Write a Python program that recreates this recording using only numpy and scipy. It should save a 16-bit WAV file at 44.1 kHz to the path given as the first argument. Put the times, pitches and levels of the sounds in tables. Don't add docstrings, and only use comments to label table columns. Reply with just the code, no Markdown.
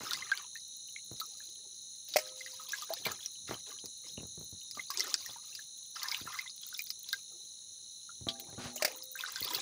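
import sys
import numpy as np
from scipy import signal
from scipy.fft import rfft, irfft, next_fast_len
from scipy.io import wavfile

SR = 44100
rng = np.random.default_rng(int(sys.argv[2]) if len(sys.argv) > 2 else 0)


def output_pcm(signal):
    pcm = np.clip(np.atleast_2d(signal).T, -1, 1) * 32767
    wavfile.write(sys.argv[1], SR, np.round(pcm).astype(np.int16))


N = 423801
TIME = np.arange(N) / SR
AGE = TIME[:SR // 8]


def from_db(db):
    return 10 ** (np.asarray(db) / 20)


def rms_one(x):
    return x / np.sqrt(np.mean(x ** 2) + 1e-20)


def in_time(rows):
    s, *columns = np.transpose(rows)
    return [np.interp(TIME, s, column) for column in columns]


def add(track, s, sound):
    at = int(np.clip(s * SR, 0, N - 1))
    track[at:at + len(sound)] += sound[:N - at]


def fade(age, t60):
    return np.exp(-np.log(1000) * age / t60)


def butter(x, hz, kind, order=2):
    return signal.sosfilt(signal.butter(order, hz, kind, fs=SR, output="sos"), x)


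def resonate(x, hz, width_hz):
    r = np.exp(-np.pi * width_hz / SR)
    zeros = np.array([1, 0, -1]) * (1 - r * r) / 2
    poles = [1, -2 * r * np.cos(2 * np.pi * hz / SR), r * r]
    return signal.lfilter(zeros, poles, x + 1e-18)


def coloured(x, spectrum):
    hz, level_db = np.transpose(spectrum)
    size = next_fast_len(N)
    bins = np.arange(size // 2 + 1) * SR / size
    gain = from_db(np.interp(np.log(bins + 1), np.log(hz), level_db))
    return rms_one(irfft(rfft(x, size) * gain, size)[:N])


def crackle(per_s, spread_db):
    born = rng.random(N) < per_s / SR
    sign = rng.choice([-1, 1], N)
    return born * sign * from_db(spread_db * np.minimum(rng.exponential(1, N), 4))


# start t/s, length/s, then gurgle, squelch and low swell (lapping or rubbing), each as relative level/dB
STROKES_AND_RUBBING = [(0.0, .17, -51.5, -54.5, -60), (.21, .19, -54, -67, -70),
                       (1.15, 0.34, -81, -69, -72.5), (1.553, 0.18, -89.5, -82.5, -71.5),
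                       (2.074, 0.11, -68, -59, -65.5), (2.171, 0.11, -59.5, -60, -67),
                       (2.357, 0.28, -65, -61.5, -82), (2.68, .15, -60, -55.5, -76),
                       (2.884, 0.12, -61.5, -61, -60.5), (3.04, .08, -50, -55.5, -59),
                       (3.207, 0.036, -75, -58.5, -78.5), (3.47, 0.058, -52.5, -56.5, -63),
                       (3.66, 0.042, -59.5, -59.5, -62), (4.033, 0.056, -68, -63, -66),
                       (4.746, .06, -67.5, -61.5, -79), (4.907, .06, -55.5, -56.5, -69),
                       (4.969, .14, -52.5, -51, -53.5), (5.17, 0.17, -65, -58, -75),
                       (5.418, 0.2, -76.5, -65, -82.5), (5.95, 0.24, -51, -55.5, -87),
                       (6.256, 0.14, -52.5, -58, -79), (6.61, 0.16, -72.5, -65, -90.5),
                       (7.053, 0.13, -74, -63, -76.5), (7.282, .1, -85.5, -82.5, -67.5),
                       (8.35, 0.53, -72, -80, -59.5), (8.794, 0.13, -53, -61.5, -53.5),
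                       (9.168, 0.28, -56, -57.5, -70), (9.44, .19, -51.5, -51, -50)]
STROKE_ATTACK_S = 0.0083
FIZZ_T60_S, LOW_T60_S = 0.26, .35
IDLE_DB = [[-93.5], [-81], [-89]]   # gurgle, squelch and low swell between strokes, relative level/dB


def stirring():
    power = from_db(IDLE_DB) ** 2 * np.ones(N)
    age = TIME[:SR]
    for s, length_s, *levels_db in STROKES_AND_RUBBING:
        for track, db, t60 in zip(power, levels_db, (FIZZ_T60_S, FIZZ_T60_S, LOW_T60_S)):
            attack = np.minimum(age / STROKE_ATTACK_S, 1)
            envelope = attack * fade(np.maximum(age - length_s, 0), t60)
            add(track, s, (from_db(db) * envelope) ** 2)
    return 10 * np.log10(power)


def bubble(hz, t60, rise, swell_s):
    age = AGE[:int(t60 * SR) + 2]
    pitch = hz * (1 + rise * (age / t60 - .12))
    tone = np.sin(2 * np.pi * np.cumsum(pitch) / SR)
    return tone * fade(age, t60) * (1 - np.exp(-age / swell_s))


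def gurgle(level_db, per_s, spread_db, low_hz, high_hz, cycles, rise):
    out = np.zeros(N)
    crowding = np.clip(from_db(.5 * (level_db - level_db.max())), .04, 1)
    for when, luck, size, strength, life in rng.random((int(per_s * N / SR), 5)):
        share = crowding[int(when * N)]
        if luck < share:
            hz = low_hz * (high_hz / low_hz) ** size
            t60 = min(cycles * (.5 + life) / hz, AGE[-1])
            ring = bubble(hz, t60, rise, swell_s=1 / hz)
            add(out, when * N / SR, from_db(spread_db * strength) / np.sqrt(share) * ring)
    return from_db(level_db) * rms_one(out)


# f/Hz, relative level/dB
SQUELCH_SPECTRUM = [(200, -28.5), (600, -4.5), (1500, -11), (3000, 5), (4200, -3.5), (5200, 9), (7000, -8),
                    (8200, -8), (10000, -16.5), (12500, -31)]


def squelch(level_db):
    return from_db(level_db) * coloured(crackle(per_s=3000, spread_db=3.5), SQUELCH_SPECTRUM)


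# f/Hz, relative level/dB
SPRAY_SPECTRUM = [(5000, -16), (9000, -6.5), (11000, -8), (12800, -10), (13900, -21.5), (14700, 12.5),
                  (15400, -3.5), (16000, -13)]


def fine_spray(level_db):
    mist = gurgle(0 * TIME, per_s=600, spread_db=22, low_hz=8500, high_hz=16000, cycles=45, rise=.04)
    return from_db(level_db) * coloured(mist, SPRAY_SPECTRUM)


# t/s, relative peak level/dB, f/Hz
LARGE_BUBBLES = [(0.115, -32, 1414), (0.145, -36, 2020), (0.222, -34.5, 2067), (0.317, -18.5, 1590),
                 (0.397, -44, 1150), (0.555, -38, 1817), (0.962, -34, 2200), (1.214, -35.5, 1298),
                 (1.403, -47, 1710), (2.408, -38.5, 2055), (2.462, -36.5, 1944), (2.597, -43, 1260),
                 (2.733, -27.5, 1650), (2.822, -39, 1210), (2.904, -28, 660), (3.056, -26.5, 2304),
                 (3.716, -46, 1154), (4.773, -39.5, 1174), (4.794, -31, 2100), (4.902, -32.5, 1120),
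                 (5.001, -33, 2020), (5.261, -39.5, 1895), (5.36, -44, 930), (5.591, -41, 1715),
                 (5.965, -38, 1334), (6.055, -34.5, 1766), (6.121, -29.5, 2220), (6.274, -34.5, 1350),
                 (6.356, -40, 1160), (6.389, -29, 2080), (6.461, -42, 2020), (6.727, -40.5, 1500),
                 (6.792, -29, 2384), (7.131, -27, 1574), (8.092, -43, 1387), (9.154, -35.5, 1566),
                 (9.19, -33.5, 2560), (9.237, -27.5, 1507), (9.359, -34, 1534), (9.419, -42, 2070),
                 (9.507, -35, 977)]
PLOP_CYCLES = 67.5
PLOP_RISE = .11


def plops(level_db, swell_s, split_db, split_rise):
    out = np.zeros(N)
    for s, db, hz in LARGE_BUBBLES:
        ring = bubble(hz, PLOP_CYCLES / hz, PLOP_RISE * rng.uniform(.3, 1.7), swell_s)
        add(out, s, from_db(db + level_db) * ring / np.abs(ring).max())
        for delay, ratio, change_db in rng.uniform([.003, .85, -5], [.026, 1.6, 5], (2, 3)):
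            split = bubble(hz * ratio, PLOP_CYCLES / (hz * ratio), split_rise, swell_s)
            add(out, s + delay, from_db(db + split_db + change_db) * split)
    return out


# t/s, centre f/Hz, level over 10 ms/dB, t60/s, spray level relative to the snap/dB
WET_SNAPS = [(0.1096, 4100, -37, .016, -7), (.1332, 4480, -33.5, 0.028, -16), (.3156, 3870, -42, .009, -14),
             (0.3748, 3890, -41.5, .016, -13), (1.2, 4060, -39, 0.042, -0.5),
             (2.1378, 4200, -38, .031, -17.5), (2.7207, 5950, -39.5, 0.022, -6),
             (2.8216, 6130, -45, .016, -5), (2.9366, 4400, -38, 0.011, -0.5), (3.052, 3440, -38.5, .05, 2),
             (3.067, 4130, -38, 0.019, -3), (3.118, 6550, -40.5, 0.028, -3),
             (3.26, 5670, -36.5, 0.015, -14), (3.858, 5450, -45, 0.011, -4),
             (4.7116, 5240, -43.5, .011, -9), (4.904, 5100, -38.5, .034, -2),
             (4.9742, 5100, -35.5, 0.0034, -27), (4.9958, 4870, -34.5, 0.013, -9),
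             (5.0057, 5160, -31, .01, -24), (5.142, 5340, -27.5, 0.0033, -47),
             (5.143, 2050, -42, 0.0068, -25), (5.2619, 5800, -45.5, .007, -1),
             (5.5504, 4900, -43.5, 0.031, -6), (6.0312, 4870, -39, 0.021, -1),
             (6.085, 4500, -38, 0.013, -25), (6.115, 4440, -36, 0.027, -11), (6.1457, 2960, -36, .015, -24),
             (6.3885, 4540, -44, 0.013, -18), (6.7924, 5470, -41.5, 0.016, -6),
             (6.869, 4700, -48, 0.026, -20), (6.9032, 4770, -36.5, 0.028, -10),
             (7.0888, 4360, -42, .024, -7), (7.1296, 4200, -34, .008, -5), (8.286, 3700, -31, 0.077, -27),
             (8.398, 3770, -50.5, 0.042, 9.5), (8.7592, 6700, -41, 0.085, 0),
             (9.2086, 3800, -40.5, 0.013, -8), (9.359, 4700, -41, 0.019, -18),
             (9.444, 4610, -46, 0.015, -12), (9.548, 4200, -36, 0.049, 2.5)]


def snaps(level_db, width_hz, patter, skirt_db, spray_db):
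    out = np.zeros(N)
    spray = coloured(rng.standard_normal(N), SPRAY_SPECTRUM)
    for s, hz, db, t60, fine_db in WET_SNAPS:
        burst = patter * rng.standard_normal(len(AGE)) * fade(AGE, t60)
        burst[0] += 1
        width = width_hz * rng.uniform(.45, 1.1)
        ring = rms_one(butter(burst, [hz - width / 2, hz + width / 2], "band"))
        skirt = rms_one(butter(burst, [hz / 2.5, hz * 1.5], "band"))
        piece = spray[rng.integers(N - len(AGE)):][:len(AGE)]
        mist = rms_one(piece * fade(AGE, t60))
        sound = ring + from_db(skirt_db) * skirt + from_db(fine_db + spray_db) * mist
        add(out, s, from_db(db + level_db) * sound * np.sqrt(.01 / AGE[-1]))
    return out


# t/s, relative level/dB
DRIP_LEVEL = [(0, -62), (1.4, -65), (1.9, -76), (2.6, -69), (3.4, -65), (4.4, -66.5), (5.2, -70),
              (5.8, -67), (6.8, -55), (7.8, -88), (8.3, -74.5), (9.61, -43)]


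def drips(tick_db, plink_db):
    level_db, = in_time(DRIP_LEVEL)
    ticks = coloured(crackle(per_s=22, spread_db=2.5), SPRAY_SPECTRUM)
    ticks = butter(ticks, 12000, "high", order=1)
    plinks = gurgle(level_db, per_s=45, spread_db=12, low_hz=2700, high_hz=7500, cycles=50, rise=.1)
    return from_db(level_db + tick_db) * ticks + from_db(plink_db) * plinks


def bucket_echo(x, wet_db, t60, wall_hz):
    age = TIME[:SR // 3]
    tail = butter(rng.standard_normal(SR // 3), [450, wall_hz], "band", order=1) * fade(age, t60)
    tail[:int(.002 * SR)] = 0
    tail /= np.sqrt(np.sum(tail ** 2))
    return x + from_db(wet_db) * signal.fftconvolve(x, tail)[:N]


def water_in_bucket():
    gurgle_db, squelch_db, low_db = stirring()
    water = gurgle(gurgle_db + .5, per_s=420, spread_db=22, low_hz=950, high_hz=3450, cycles=42, rise=.26)
    water += gurgle(squelch_db + 6.5, per_s=600, spread_db=22, low_hz=3275, high_hz=8000, cycles=50, rise=.1)
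    water += gurgle(low_db - 3.0, per_s=310, spread_db=12, low_hz=269.2, high_hz=918, cycles=33, rise=.08)
    fizz = rms_one(butter(crackle(per_s=2500, spread_db=3.5), [800, 3300], "band"))
    water += from_db(gurgle_db - 8.5) * fizz
    water += squelch(squelch_db - 2)
    water += fine_spray(squelch_db - 0.5)
    water += drips(tick_db=1.5, plink_db=0.5)
    water += plops(level_db=-1.2, swell_s=.0007, split_db=-15, split_rise=.36)
    water += snaps(level_db=0, width_hz=1800, patter=.26, skirt_db=-12, spray_db=-2)
    return bucket_echo(water, wet_db=-11, t60=0.054, wall_hz=7000)


def struck(hits, modes, contact_s, vary_db):
    out = np.zeros(N)
    age = TIME[:2 * SR]
    for s, level_db, *_ in hits:
        rings = np.zeros(len(age))
        for hz, db, t60 in modes:
            strength = from_db(db + vary_db * rng.normal())
            rings += strength * np.sin(2 * np.pi * hz * age) * fade(age, t60)
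        add(out, s, from_db(level_db) * rings * (1 - np.exp(-age / contact_s)))
    return out


# t/s, relative thud level/dB, splat level/dB, splat t60/s
MEAT_LANDINGS = [(2.1595, -11, -28.5, .03), (2.166, -25, -24, .03), (2.184, -27, -33, .07),
                 (8.761, -35, -48, .08), (8.8225, -20, -24, .03), (8.8472, -21, -23, .052),
                 (8.877, -30, -42, .06)]
# f/Hz, relative level/dB
SPLAT_SPECTRUM = [(200, -21.5), (600, 1.5), (1200, -10), (2200, 6.5), (3600, -12.5), (4500, 3), (5300, 4.5),
                  (7500, -7), (9000, -6), (12800, -18.5), (14900, 1), (16000, -29)]


def splats(swell_s):
    force = np.zeros(N)
    for s, _, db, t60 in MEAT_LANDINGS:
        blow = fade(AGE, t60) * (1 - np.exp(-AGE / swell_s))
        add(force, s, from_db(db) * blow / blow.max())
    return force * coloured(rng.standard_normal(N), SPLAT_SPECTRUM)


# f/Hz, relative level/dB, t60/s
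BOWL_MODES = [(518, -36, 1.57), (612, -3.5, 0.047), (617.4, -39.5, 0.631), (710, -6.5, 0.034),
              (850, -33.5, 0.042), (1278, -41, 0.68), (1938, -56, 0.98), (2100, -23, 0.057)]


def slapped_bowl():
    return struck(MEAT_LANDINGS, BOWL_MODES, contact_s=.0014, vary_db=.8) + splats(swell_s=.0018)


# f/Hz, relative level/dB, t60/s
BUCKET_MODES = [(222, 7.5, 0.36), (244, 6.5, 0.65), (361, 4.5, 0.63), (670, 5, 0.5), (674, -14, 0.65),
                (790, 1, 1), (813, -5, 1), (800, -6, 0.36), (1170, 8.5, 0.21), (1460, 3, 0.24)]
# t/s, pressure (0-1)
RUB_PRESSURE = [(8.58, 0), (8.6, 0.52), (8.655, 0.75), (8.7, 0.32), (8.74, 0)]


def rim_rub(scrape_db, groan_db):
    scrape = rms_one(butter(crackle(per_s=4000, spread_db=2.0), [900, 5500], "band"))
    slips = crackle(per_s=280, spread_db=3.0)
    groan = rms_one(sum(resonate(slips, hz, 58) for hz, _, _ in BUCKET_MODES))
    pressure, = in_time(RUB_PRESSURE)
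    return pressure * (from_db(scrape_db) * scrape + from_db(groan_db) * groan)


# t/s, relative level/dB
RIM_KNOCKS = [(8.272, -59.5), (8.58, -59.5), (8.64, -61.5)]


def handled_bucket():
    knocks = struck(RIM_KNOCKS, BUCKET_MODES, contact_s=0.0016, vary_db=5.0)
    return knocks + rim_rub(scrape_db=-45, groan_db=-51)


# t/s, relative peak level/dB, upper edge f/Hz
DULL_THUDS = [(.008, -36.5, 1280), (.035, -40, 900), (1.115, -41, 400), (3.065, -25.5, 1380),
              (3.102, -38.5, 855), (3.494, -38, 480), (3.511, -27.5, 1070), (3.841, -45, 537),
              (4.179, -36.5, 423), (4.207, -44, 470), (4.232, -42, 440), (4.377, -44, 250),
              (4.412, -44.5, 450), (4.527, -47, 200), (4.773, -40.5, 1200), (5.293, -44.5, 1180),
              (6.214, -44, 348), (6.255, -45.5, 424), (8.212, -45, 221.3), (8.269, -30.5, 560),
              (8.487, -48, 560), (8.529, -44.5, 567), (8.579, -40, 517), (8.601, -39.5, 800),
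              (8.656, -37, 600), (9.416, -42.5, 520), (9.565, -45, 706)]
STUTTER_S, STUTTER_LOSS_DB = .021, 9


def thuds(level_db, body_hz, body_width_hz, body_db, rub, bass_share):
    out = np.zeros(N)
    for s, db, hz in DULL_THUDS:
        impact = rub * rng.standard_normal(len(AGE)) * fade(AGE, 0.12)
        impact[0] += 1
        for k in (1, 2):
            repeat_s = (k + rng.uniform(-.25, .25)) * STUTTER_S
            impact[int(repeat_s * SR)] += from_db(-k * STUTTER_LOSS_DB)
        tick = butter(impact, [hz * min(bass_share, .5), hz], "band")
        tick = tick + from_db(body_db) * resonate(tick, body_hz, body_width_hz)
        add(out, s, from_db(db + level_db) * tick / np.abs(tick).max())
    return out


RUMBLE_DB, RUMBLE_SWELL_S = -80.5, 0.33
RUMBLE_BELOW_THUD_DB = 33.5


def grip():
    force = np.full(N, from_db(RUMBLE_DB))
    swell = np.hanning(int(RUMBLE_SWELL_S * SR))
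    for s, db, _ in DULL_THUDS:
        add(force, s - RUMBLE_SWELL_S / 2, from_db(min(db, -38) - RUMBLE_BELOW_THUD_DB) * swell)
    return force * rms_one(butter(rng.standard_normal(N), [65, 200], "band"))


def thuds_and_grip():
    ticks = thuds(level_db=3.5, body_hz=109.0, body_width_hz=41, body_db=2.5, rub=0.047, bass_share=0.1)
    return ticks + grip()


# carrier f/Hz, width/Hz, relative rms level/dB, wing-stroke rate/Hz,
# timing jitter (periods)
BUZZING_INSECTS = [(4153, 190, -60.5, 58.53, .0015), (3889, 315, -60.5, 51, 0.15),
                   (5995, 300, -58.5, 76, 0.092), (6587, 510, -59, 63, .15), (9580, 730, -65, 120, 0.31),
                   (10350, 420, -69, 64, .2)]


def insects(stroke_s):
    out = np.zeros(N)
    for hz, width_hz, db, per_s, jitter in BUZZING_INSECTS:
        count = int(per_s * N / SR)
        beats = np.arange(count) + jitter * rng.standard_normal(count)
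        at = np.clip(beats * SR / per_s, 0, N - 1).astype(int)
        strokes = np.zeros(N)
        strokes[at] = from_db(rng.standard_normal(count))
        envelope = signal.lfilter([1], [1, -np.exp(-1 / (stroke_s * SR))], strokes)
        rasp = envelope * rng.standard_normal(N)
        rough = np.clip(jitter * 20, .3, .9)
        drive = np.sqrt(1 - rough) * rms_one(strokes) + np.sqrt(rough) * rms_one(rasp)
        buzz = butter(drive, [hz - width_hz / 2, hz + width_hz / 2], "band", order=3)
        out += from_db(db) * rms_one(buzz)
    return out


# t/s, gain/dB
BUZZ_GAIN = [(0, 4.5), (1.8, 3.5), (3.8, 4), (5.6, 3.5), (7.5, 2), (9.61, 1.5)]


def insect_chorus():
    gain_db, = in_time(BUZZ_GAIN)
    return from_db(gain_db) * insects(stroke_s=0.029)


def cricket(chirps, level_db, length_s, third_db, waver):
    out = np.zeros(N)
    arch = np.sqrt(np.hanning(int(length_s * SR)) + 1e-9)
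    for s, hz in chirps:
        unrest = rms_one(butter(rng.standard_normal(len(arch)), 87, "low"))
        pitch = hz * (1 + 0.0172 * (arch - .8) + waver * unrest)
        phase = 2 * np.pi * np.cumsum(pitch) / SR
        tone = np.sin(phase) + from_db(third_db) * np.sin(3 * phase)
        add(out, s, from_db(level_db) * arch * tone)
    return out


FAR_CHIRP_HZ, FAR_CHIRP_EVERY_S = 3620, 0.36


def far_chirps():
    times = np.arange(0, N / SR, FAR_CHIRP_EVERY_S)
    return [(s + rng.uniform(0, .08), FAR_CHIRP_HZ * rng.normal(1, .008)) for s in times]


# t/s, f/Hz
NEAR_CHIRPS = [(.5, 3871), (1.04, 3830), (3.248, 3950), (3.51, 3895), (3.781, 3930), (4.0, 3800),
               (4.53, 3750), (7.31, 3970), (7.85, 3950), (8.98, 3823)]


def crickets():
    near = cricket(NEAR_CHIRPS, level_db=-54.5, length_s=0.25, third_db=-20.0, waver=0.0069)
    far = cricket(far_chirps(), level_db=-70, length_s=.28, third_db=0.5, waver=.004)
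    return near + far


# f/Hz, relative level/dB
NIGHT_SPECTRUM = [(25, -28.5), (90, -6.5), (600, -16), (1100, -23), (2650, -26.5), (2950, -11.5),
                  (3350, -15), (3650, -3.5), (4750, -17), (5600, 2), (7300, -3.5), (8250, -12),
                  (10000, 2.5), (11600, -21.5), (13500, -32.5), (15000, -14.5)]


def night_air():
    return from_db(-58.0) * coloured(rng.standard_normal(N), NIGHT_SPECTRUM)


def scene():
    water = water_in_bucket()
    bowl = slapped_bowl()
    bucket = handled_bucket()
    handling = thuds_and_grip()
    chorus = insect_chorus() + crickets()
    return (water + bowl + bucket + handling + chorus + night_air())[None]


CUTOFF_HZ = 15650


def record(dry):
    bass_cut = butter(dry, 48, "high", order=3)
    top_cut = signal.ellip(10, .2, 75, CUTOFF_HZ, fs=SR, output="sos")
    return signal.sosfilt(top_cut, bass_cut)


dry = scene()
out = record(dry)
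output_pcm(out)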